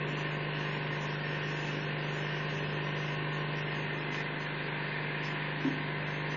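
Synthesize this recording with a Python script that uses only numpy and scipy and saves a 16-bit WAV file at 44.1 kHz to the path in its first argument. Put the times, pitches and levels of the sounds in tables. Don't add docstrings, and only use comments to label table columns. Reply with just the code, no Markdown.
import sys
import numpy as np
from scipy import signal
from scipy.fft import irfft, dct, next_fast_len
from scipy.io import wavfile
from scipy.ndimage import uniform_filter1d, map_coordinates

SR = 44100
rng = np.random.default_rng(int(sys.argv[2]) if len(sys.argv) > 2 else 0)


def wav_out(sig):
    wavfile.write(sys.argv[1], SR, np.round(np.clip(np.atleast_2d(sig).T, -1, 1) * 32767).astype(np.int16))


def voltage_ratio(level):
    return 10 ** (np.asarray(level, float) / 20)


N = 280476
TIME_S = np.arange(N) / SR
CONTROL_S = np.arange(0, N + 64, 64) / SR
HOP, GRID = 2048, 536

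# (time [s], level of the main hum [dB], turn of the phone [0-1])
PHONE_PATH = [
    (0, -38, 0.1),
    (1.5, -38.5, 0.21),
    (3.4, -37, 0),
    (3.8, -39, 0.32),
    (4.25, -42, 0.99),
    (5.0, -40.5, 0.97),
    (5.6, -39.5, 0.98),
    (6.36, -38.5, 0.64),
]


def curve(table, column):
    rows = np.array(table, float)
    return np.interp(CONTROL_S, rows[:, 0], rows[:, column])


def walk(rate):
    place = CONTROL_S * rate
    whole = place.astype(int)
    part = place - whole
    blend = part ** 2 * (3 - 2 * part)
    levels = rng.standard_normal(whole[-1] + 2)
    return 1.3 * (levels[whole] * (1 - blend) + levels[whole + 1] * blend)


def fader(db):
    return np.interp(TIME_S, CONTROL_S, voltage_ratio(db))


def fading(t, t60):
    return np.exp(-np.log(1000) * t / t60)


def noise(gain):
    size = next_fast_len(N, True)
    hz = np.maximum(np.fft.rfftfreq(size, 1 / SR), 1)
    chance = rng.standard_normal(len(hz)) + 1j * rng.standard_normal(len(hz))
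    return irfft(chance * gain(hz) * np.sqrt(size * SR) / 2, size)[:N]


def ring(centre_hz, width):
    x = noise(lambda hz: 1 / (1 + (2 * (hz - centre_hz) / width) ** 2))
    return x / x.std()


def hum(shaft):
    # (multiple of the shaft rate, level [dB rms], change once the phone has turned [dB])
    shaft_orders = [(4, -65.1, -3.0), (5, -55.8, -1.5), (6, -38.6, -2.5), (7, -58.1, 1.5), (8, -52.1, 0.5),
                    (9, -63.5, -5.5), (10, -58.4, 3.5), (11, -57.1, -0.5), (12, -55.3, 0.5),
                    (13, -58.6, -2.0), (14, -52.6, -1.0), (15, -53.0, -1.5), (16, -51.2, -3.0),
                    (17, -54.8, -3.0), (18, -56.7, -1.5), (19, -61.4, -3.0), (20, -59.3, -1.0),
                    (21, -60.9, 1.0), (22, -54.0, -4.0), (23, -59.6, -3.5), (24, -60.2, -3.5),
                    (26, -63.2, -5.5), (27, -61.7, -1.5), (28, -56.2, 0.0), (29, -60.6, -3.0),
                    (32, -59.2, 0.5), (33, -66.9, 1.5), (34, -58.8, -4.5), (36, -62.6, -0.5),
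                    (38, -58.9, 0.5), (41, -56.4, -6.5), (42, -65.2, -0.5), (43, -55.0, -5.0),
                    (60, -57.7, -3.0), (62, -57.1, -6.5), (63, -61.2, -9.5), (67, -64.0, 0.5),
                    (69, -62.6, 1.0)]
    main_order, main_order_db, main_phase_rad = 6, -38.6, 2.07
    mains_line_db, weak_orders_db = -69, -73.5
    mains_knock, shaft_knock = (.62, -2.8), (.1, -1.6)
    knock_scatter_rad = 2.2

    main_db = curve(PHONE_PATH, column=1) - main_order_db
    turned = curve(PHONE_PATH, column=2)
    strong = {}
    for order, db, change_db in shaft_orders:
        strong[round(order)] = db + (order != main_order) * change_db * turned

    one_turn = np.exp(1j * shaft)
    spin = one_turn ** 3
    lines = np.sqrt(2) * voltage_ratio(mains_line_db) * np.sin(2 * shaft)
    for order in range(4, 70):
        spin = spin * one_turn
        lead, phase = shaft_knock if order % 2 else mains_knock
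        phase = phase + lead * order + knock_scatter_rad * (rng.random() - .5)
        if order == main_order:
            phase = main_phase_rad
        line = np.sqrt(2) * np.imag(spin * np.exp(1j * phase))
        if order == main_order:
            main = line * fader(strong[order] + main_db + 0.16 * walk(0.72))
        elif order in strong:
            lines = lines + line * fader(strong[order] + 0.22 * walk(1.5))
        else:
            weak_db = weak_orders_db - 2.9 * np.log2(order / 26) + 2.3 * rng.standard_normal()
            lines = lines + line * voltage_ratio(weak_db)
    return main + lines


def rush(shaft):
    # (frequency [Hz], level [dB per Hz])
    air_spectrum = [(30, -87), (95, -79.5), (200, -72), (480, -71), (640, -78), (760, -81.5), (880, -79.5),
                    (1120, -77.5), (1280, -80), (1600, -72.5), (2300, -76), (3000, -79), (4150, -87),
                    (4750, -93), (5200, -103)]
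    points = np.array(air_spectrum, float)
    turned, swell = curve(PHONE_PATH, column=2), walk(1.2)
    low_db, high_db = -1.5 * turned, 0.75 * turned
    out = 0
    for centre in np.arange(4, 13, .5):

        def band_gain(hz):
            level_db = np.interp(np.log(hz), np.log(points[:, 0]), points[:, 1])
            return voltage_ratio(level_db) * np.cos(np.pi * np.clip(np.log2(hz) - centre, -.5, .5))

        place_db = low_db if centre < 9.4 else high_db
        flicker_db = 3.0 if centre < 6.8 else .6
        out = out + noise(band_gain) * fader(place_db + 0.23 * swell + flicker_db * walk(5))
    return out * (1 + 0.063 * np.cos(2 * shaft))


def drifting(x):
    slip = np.cumsum(np.interp(TIME_S, CONTROL_S, .008 * walk(2.5)))
    return map_coordinates(x, [np.arange(N) + slip], order=1, mode="mirror")


def steadied(x):
    size = np.sqrt(uniform_filter1d(x ** 2, size=SR // 50)) + 0.19
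    x = x / size ** .85
    return x / x.std()


def gusts(column):
    # (time of the crest [s], rise of the lower tone [dB], rise of the upper tone [dB])
    gust_crests = [(.12, 6, 4), (.26, 12, 5.9), (.65, 3.8, 2), (.92, 5.3, 9.9), (1.25, 9.4, 6),
                   (1.35, 7.1, 11.4), (1.45, 6, 7.6), (1.68, 4.1, 1.3333), (1.92, 5.6, 2), (2.1, 5.6, 1.8),
                   (2.3, 7.5, 5.6), (2.42, 7.1, 6.5), (2.8, 6.4, 9.9), (2.95, 1.9, 6.1), (3.34, 8.7, 6),
                   (3.75, 5.7, 4.5), (3.9, 10, 7.5), (4.201, 7.4, 6), (4.58, 0.6, 1.8), (4.96, 7.8, 5),
                   (5.2, 1.5, 4), (6.36, 4.3, 7.2)]
    rise_s, fall_s = 0.037, 0.05
    out = 0
    for crest, db in np.array(gust_crests)[:, [0, column]]:
        t = CONTROL_S - crest
        distance = np.where(t < 0, -t / rise_s, t / fall_s)
        out = np.maximum(out, db * np.exp(-distance ** 2))
    return out


def ducts(shaft):
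    # (frequency [Hz], width [Hz], level [dB rms], change once the phone has turned [dB])
    duct_modes = [(361, 76, -59.5, -3.5), (941, 120, -56, 4), (1041, 120, -52.5, -4.5),
                  (1544, 84, -56.5, 2.5), (1760, 230, -64, 12.5), (1877, 22, -54, -1),
                  (2065, 100, -53.5, 3), (2438, 160, -57.5, 4), (2608, 120, -52, -3),
                  (2810, 360, -49, -12.5)]
    # (frequency [Hz], width [Hz], level [dB])
    whistle_tones = [
        (1797, 9, -4.5),
        (1840, 20, -5),
    ]
    whistle_rest_db = -49.5
    turned = curve(PHONE_PATH, column=2)
    out = 0
    for hz, width, db, turned_db in duct_modes:
        out = out + drifting(ring(hz, width)) * fader(db + turned_db * turned + 1.5 * walk(3.0))
    for k, (hz, width, db) in enumerate(whistle_tones):
        out = out + steadied(ring(hz, width)) * fader(db + whistle_rest_db + gusts(column=k + 1))
    return out * (1 + 0.14 * np.cos(2 * shaft))


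def bump():
    # (time [s], level [dB])
    tub_blows = [
        (5.647, -12.5),
        (5.662, -17),
        (5.673, -14.5),
        (5.703, -20),
        (5.734, -26),
        (5.771, -29),
        (5.798, -28),
    ]
    # (frequency [Hz], level [dB], time to fade by 60 dB [s])
    tub_modes = [
        (273, -1.5, 0.052),
        (305, -8.5, 0.025),
    ]
    # (frequency [Hz], level [dB], time to fade by 60 dB [s])
    tub_air = (258, -34.5, 0.8)
    out, t = np.zeros(N), np.arange(SR // 2) / SR
    walls = sum(voltage_ratio(db) * np.sin(2 * np.pi * hz * t) * fading(t, t60) for hz, db, t60 in tub_modes)
    for start, db in tub_blows:
        out[int(start * SR):][:len(t)] += voltage_ratio(db) * walls * (1 - np.exp(-t / 0.0038))
    hz, db, t60 = tub_air
    air = voltage_ratio(db) * np.sin(2 * np.pi * hz * t) * fading(t, t60) * (1 - np.exp(-t / .04))
    out[int(tub_blows[0][0] * SR):][:len(t)] += air
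    return signal.sosfilt(signal.butter(2, [230, 400], "band", fs=SR, output="sos"), out)


def rubs(centre_hz):
    # (time [s], length [s], level over the resting rustle [dB], colour [Hz])
    hand_rubs = [(.08, .04, 9, 5630), (0.078, .04, 10, 7120), (0.184, .03, 12, 6160), (.18, .03, 9.5, 6980),
                 (0.278, .04, 6, 5100), (0.322, .02, 9, 6930), (.41, .04, 6, 5100), (0.547, .28, 8, 5320),
                 (.6, .04, 8.5, 5890), (.6, .18, 8, 6650), (.88, .08, 7.5, 6600), (.92, .1, 8.5, 5370),
                 (1.017, .04, 12, 6400), (1.037, .13, 10.5, 5440), (1.2, .18, 9.5, 5240),
                 (1.201, .15, 9, 6180), (1.448, .33, 11.5, 5420), (1.495, .22, 11.5, 6470),
                 (1.809, .03, 9.5, 5600), (1.983, .1, 8, 5500), (2.04, .2, 9, 6265), (2.144, .04, 12, 6850),
                 (2.126, .36, 9, 5340), (2.343, .33, 9, 5950), (2.5, .08, 11, 6580), (2.5, .22, 9.5, 5350),
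                 (2.738, .02, 7.5, 6050), (2.831, .08, 7, 5576), (2.986, 0.16, 9, 6280),
                 (2.997, 0.17, 9.5, 5420), (3.335, .02, 11.5, 6500), (3.385, .02, 7, 5750),
                 (3.573, .04, 13.5, 5480), (3.67, .12, 6, 5110), (3.758, .08, 8.5, 6250),
                 (3.94, .03, 7, 6300), (3.972, .06, 10, 5300), (4.13, .06, 12.5, 6640),
                 (4.135, .09, 9.5, 5440), (4.411, .02, 10, 6200), (4.64, .04, 6, 4960),
                 (5.248, .07, 10, 6450), (5.25, .05, 9, 5500), (5.625, .08, 9, 5414),
                 (5.67, .07, 8.5, 6430), (5.94, .03, 3.5, 4940), (6.08, .04, 9, 5450),
                 (6.077, .09, 7.5, 6090), (6.209, .03, 8, 5780), (6.308, .05, 9, 6100)]
    edge_s, spread_hz, body_hz, body_share = .025, 520, 4760, .65
    body = body_share * np.exp(-((centre_hz - body_hz) / spread_hz) ** 2)
    lift_db = 0
    for start, length, db, hz in hand_rubs:
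        inside_s = np.minimum(CONTROL_S - start, start + length - CONTROL_S)
        shape = np.clip(1 + inside_s / edge_s, 0, 1)
        colour = np.exp(-((centre_hz - hz) / spread_hz) ** 2)
        lift_db = np.maximum(lift_db, db * shape * max(colour, body))
    return lift_db


def rustle():
    # (time [s], level [dB], rise [s], time to fade by 60 dB [s], colour [Hz])
    finger_ticks = [
        (4.145, -36, 0.0023, 0.13, 2360),
        (4.205, -39, .002, 0.076, 2000),
        (5.26, -48.5, 0.022, 0.14, 4200),
    ]
    out = 0
    for centre in np.arange(4500, 7500, 400):
        band = noise(lambda hz: voltage_ratio(-92) * np.cos(np.pi / 2 * np.clip((hz - centre) / 400, -1, 1)))
        out = out + band * fader(-5.5 * np.log2(centre / 5500) + rubs(centre))
    out = out * fader(-6.5 + 0.5 * walk(14))
    for start, db, rise, t60, hz in finger_ticks:
        t = TIME_S - start
        shape = np.exp(np.where(t < 0, t / rise, -np.log(1000) * t / t60))
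        out += ring(hz, 0.91 * hz) * voltage_ratio(db) * shape
    return out


def thud():
    # (time [s], level [dB], frequency [Hz], time to fade by 60 dB [s])
    table_thuds = [
        (3.83, -47, 105, .2),
        (5.953, -46, 88, .12),
        (5.995, -43, 96, .15),
    ]
    out = 0
    for start, db, hz, t60 in table_thuds:
        t = np.maximum(TIME_S - start, 0)
        out = out + voltage_ratio(db) * np.sin(2 * np.pi * hz * t) * (1 - np.exp(-t * hz)) * fading(t, t60)
    return out


def scene():
    shaft = 2 * np.pi * 25.028 * TIME_S + 1.1
    mono = hum(shaft) + rush(shaft) + ducts(shaft) + bump() + rustle() + thud()
    return np.array([mono, mono])


def rounded(coef, step):
    return np.sign(coef) * np.floor(abs(coef) / step + .4) * step


def lapped_inverse(coef, window):
    p, q = np.split(dct(coef, type=4, norm="ortho"), 2, axis=1)
    halves = np.c_[q, -q[:, ::-1], -p[:, ::-1], -p] * window
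    first = np.r_[halves[:, :HOP].ravel(), np.zeros(HOP)]
    second = np.r_[np.zeros(HOP), halves[:, HOP:].ravel()]
    return (first + second)[HOP - GRID:][:N]


def slice_rounding(x):
    split_times = [1.08, 1.22, 2.195, 2.334, 2.473, 2.52, 2.845, 3.17, 3.634, 3.727, 3.867, 4.006, 4.47,
                   6.33]
    # (frequency [Hz], level over the rounding step [dB])
    channel_mismatch = [(60, -16), (200, -17.5), (350, -14.5), (650, -10), (1450, -10), (1700, -15.5),
                        (2800, -14.5), (3300, -12), (4200, -11.5), (5000, -14.5), (7000, -22)]
    coarse_hz, coarser_hz, rebuilt_hz, top_hz = 4190, 4780, 5150, 7180
    step_db, side_db, split_db = -35.5, -41, -45

    window = signal.windows.kaiser_bessel_derived(2 * HOP, 4 * np.pi)
    padded = np.pad(x, (HOP - GRID, 2 * HOP))
    frames = np.lib.stride_tricks.sliding_window_view(padded, 2 * HOP)[::HOP] * window
    a, b, c, d = np.split(frames, 4, axis=1)
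    coef = dct(np.c_[-c[:, ::-1] - d, a - b[:, ::-1]], type=4, norm="ortho")
    hz = (np.arange(HOP) + .5) * SR / 2 / HOP

    steps_db = step_db - 2.8 * (hz < coarse_hz)
    steps_db = steps_db - 7 * np.clip((coarse_hz - 600 - hz) / 1500, 0, 1)
    steps_db = steps_db + 0.19 * (hz > coarser_hz) * (hz < rebuilt_hz)
    steps_db = steps_db - 2.7 * np.clip((hz - rebuilt_hz) / 2000, 0, 1)
    band_chance = rng.standard_normal((len(coef), HOP // 32))
    step = voltage_ratio(steps_db + 1.3 * np.repeat(band_chance, repeats=32, axis=1))
    coef = rounded(coef, step) * (hz < top_hz)

    high = lapped_inverse(coef * (hz >= rebuilt_hz), window)
    top = np.imag(signal.hilbert(high, next_fast_len(N))[:N])
    mid = lapped_inverse(coef * (hz < rebuilt_hz), window) + top

    points = np.array(channel_mismatch, float)
    mismatch_db = np.interp(np.log(hz), np.log(points[:, 0]), points[:, 1])
    mismatch = voltage_ratio(mismatch_db + .8 * rng.standard_normal((len(coef), 1)))
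    chance = rng.standard_normal(coef.shape)
    side = voltage_ratio(side_db) * rounded(mismatch * chance, 0.93) * (hz < top_hz)
    side += coef * (hz > coarser_hz) * (abs(chance) > 1.4) * 0.65
    split = np.round((np.array(split_times) * SR - GRID) / HOP).astype(int)
    treble_tilt_db = -1.0 * np.log2(np.maximum(hz, 500) / 1500)
    bass_tilt_db = 2.5 * np.log2(np.minimum(hz, 300) / 300)
    side[split] = voltage_ratio(split_db + treble_tilt_db + bass_tilt_db) * chance[split] * (coef[split] != 0)
    return mid, lapped_inverse(side, window)


def low_pass(x):
    return signal.sosfilt(signal.butter(12, 7060, fs=SR, output="sos"), x)


def record(dry):
    mono = signal.sosfilt(signal.butter(1, 50, "high", fs=SR, output="sos"), dry.mean(axis=0))
    mid, side = slice_rounding(mono)
    mix = mid + side * np.array([[1], [-1]]) - .0007
    return low_pass(mix)


dry = scene()
out = record(dry)
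wav_out(out)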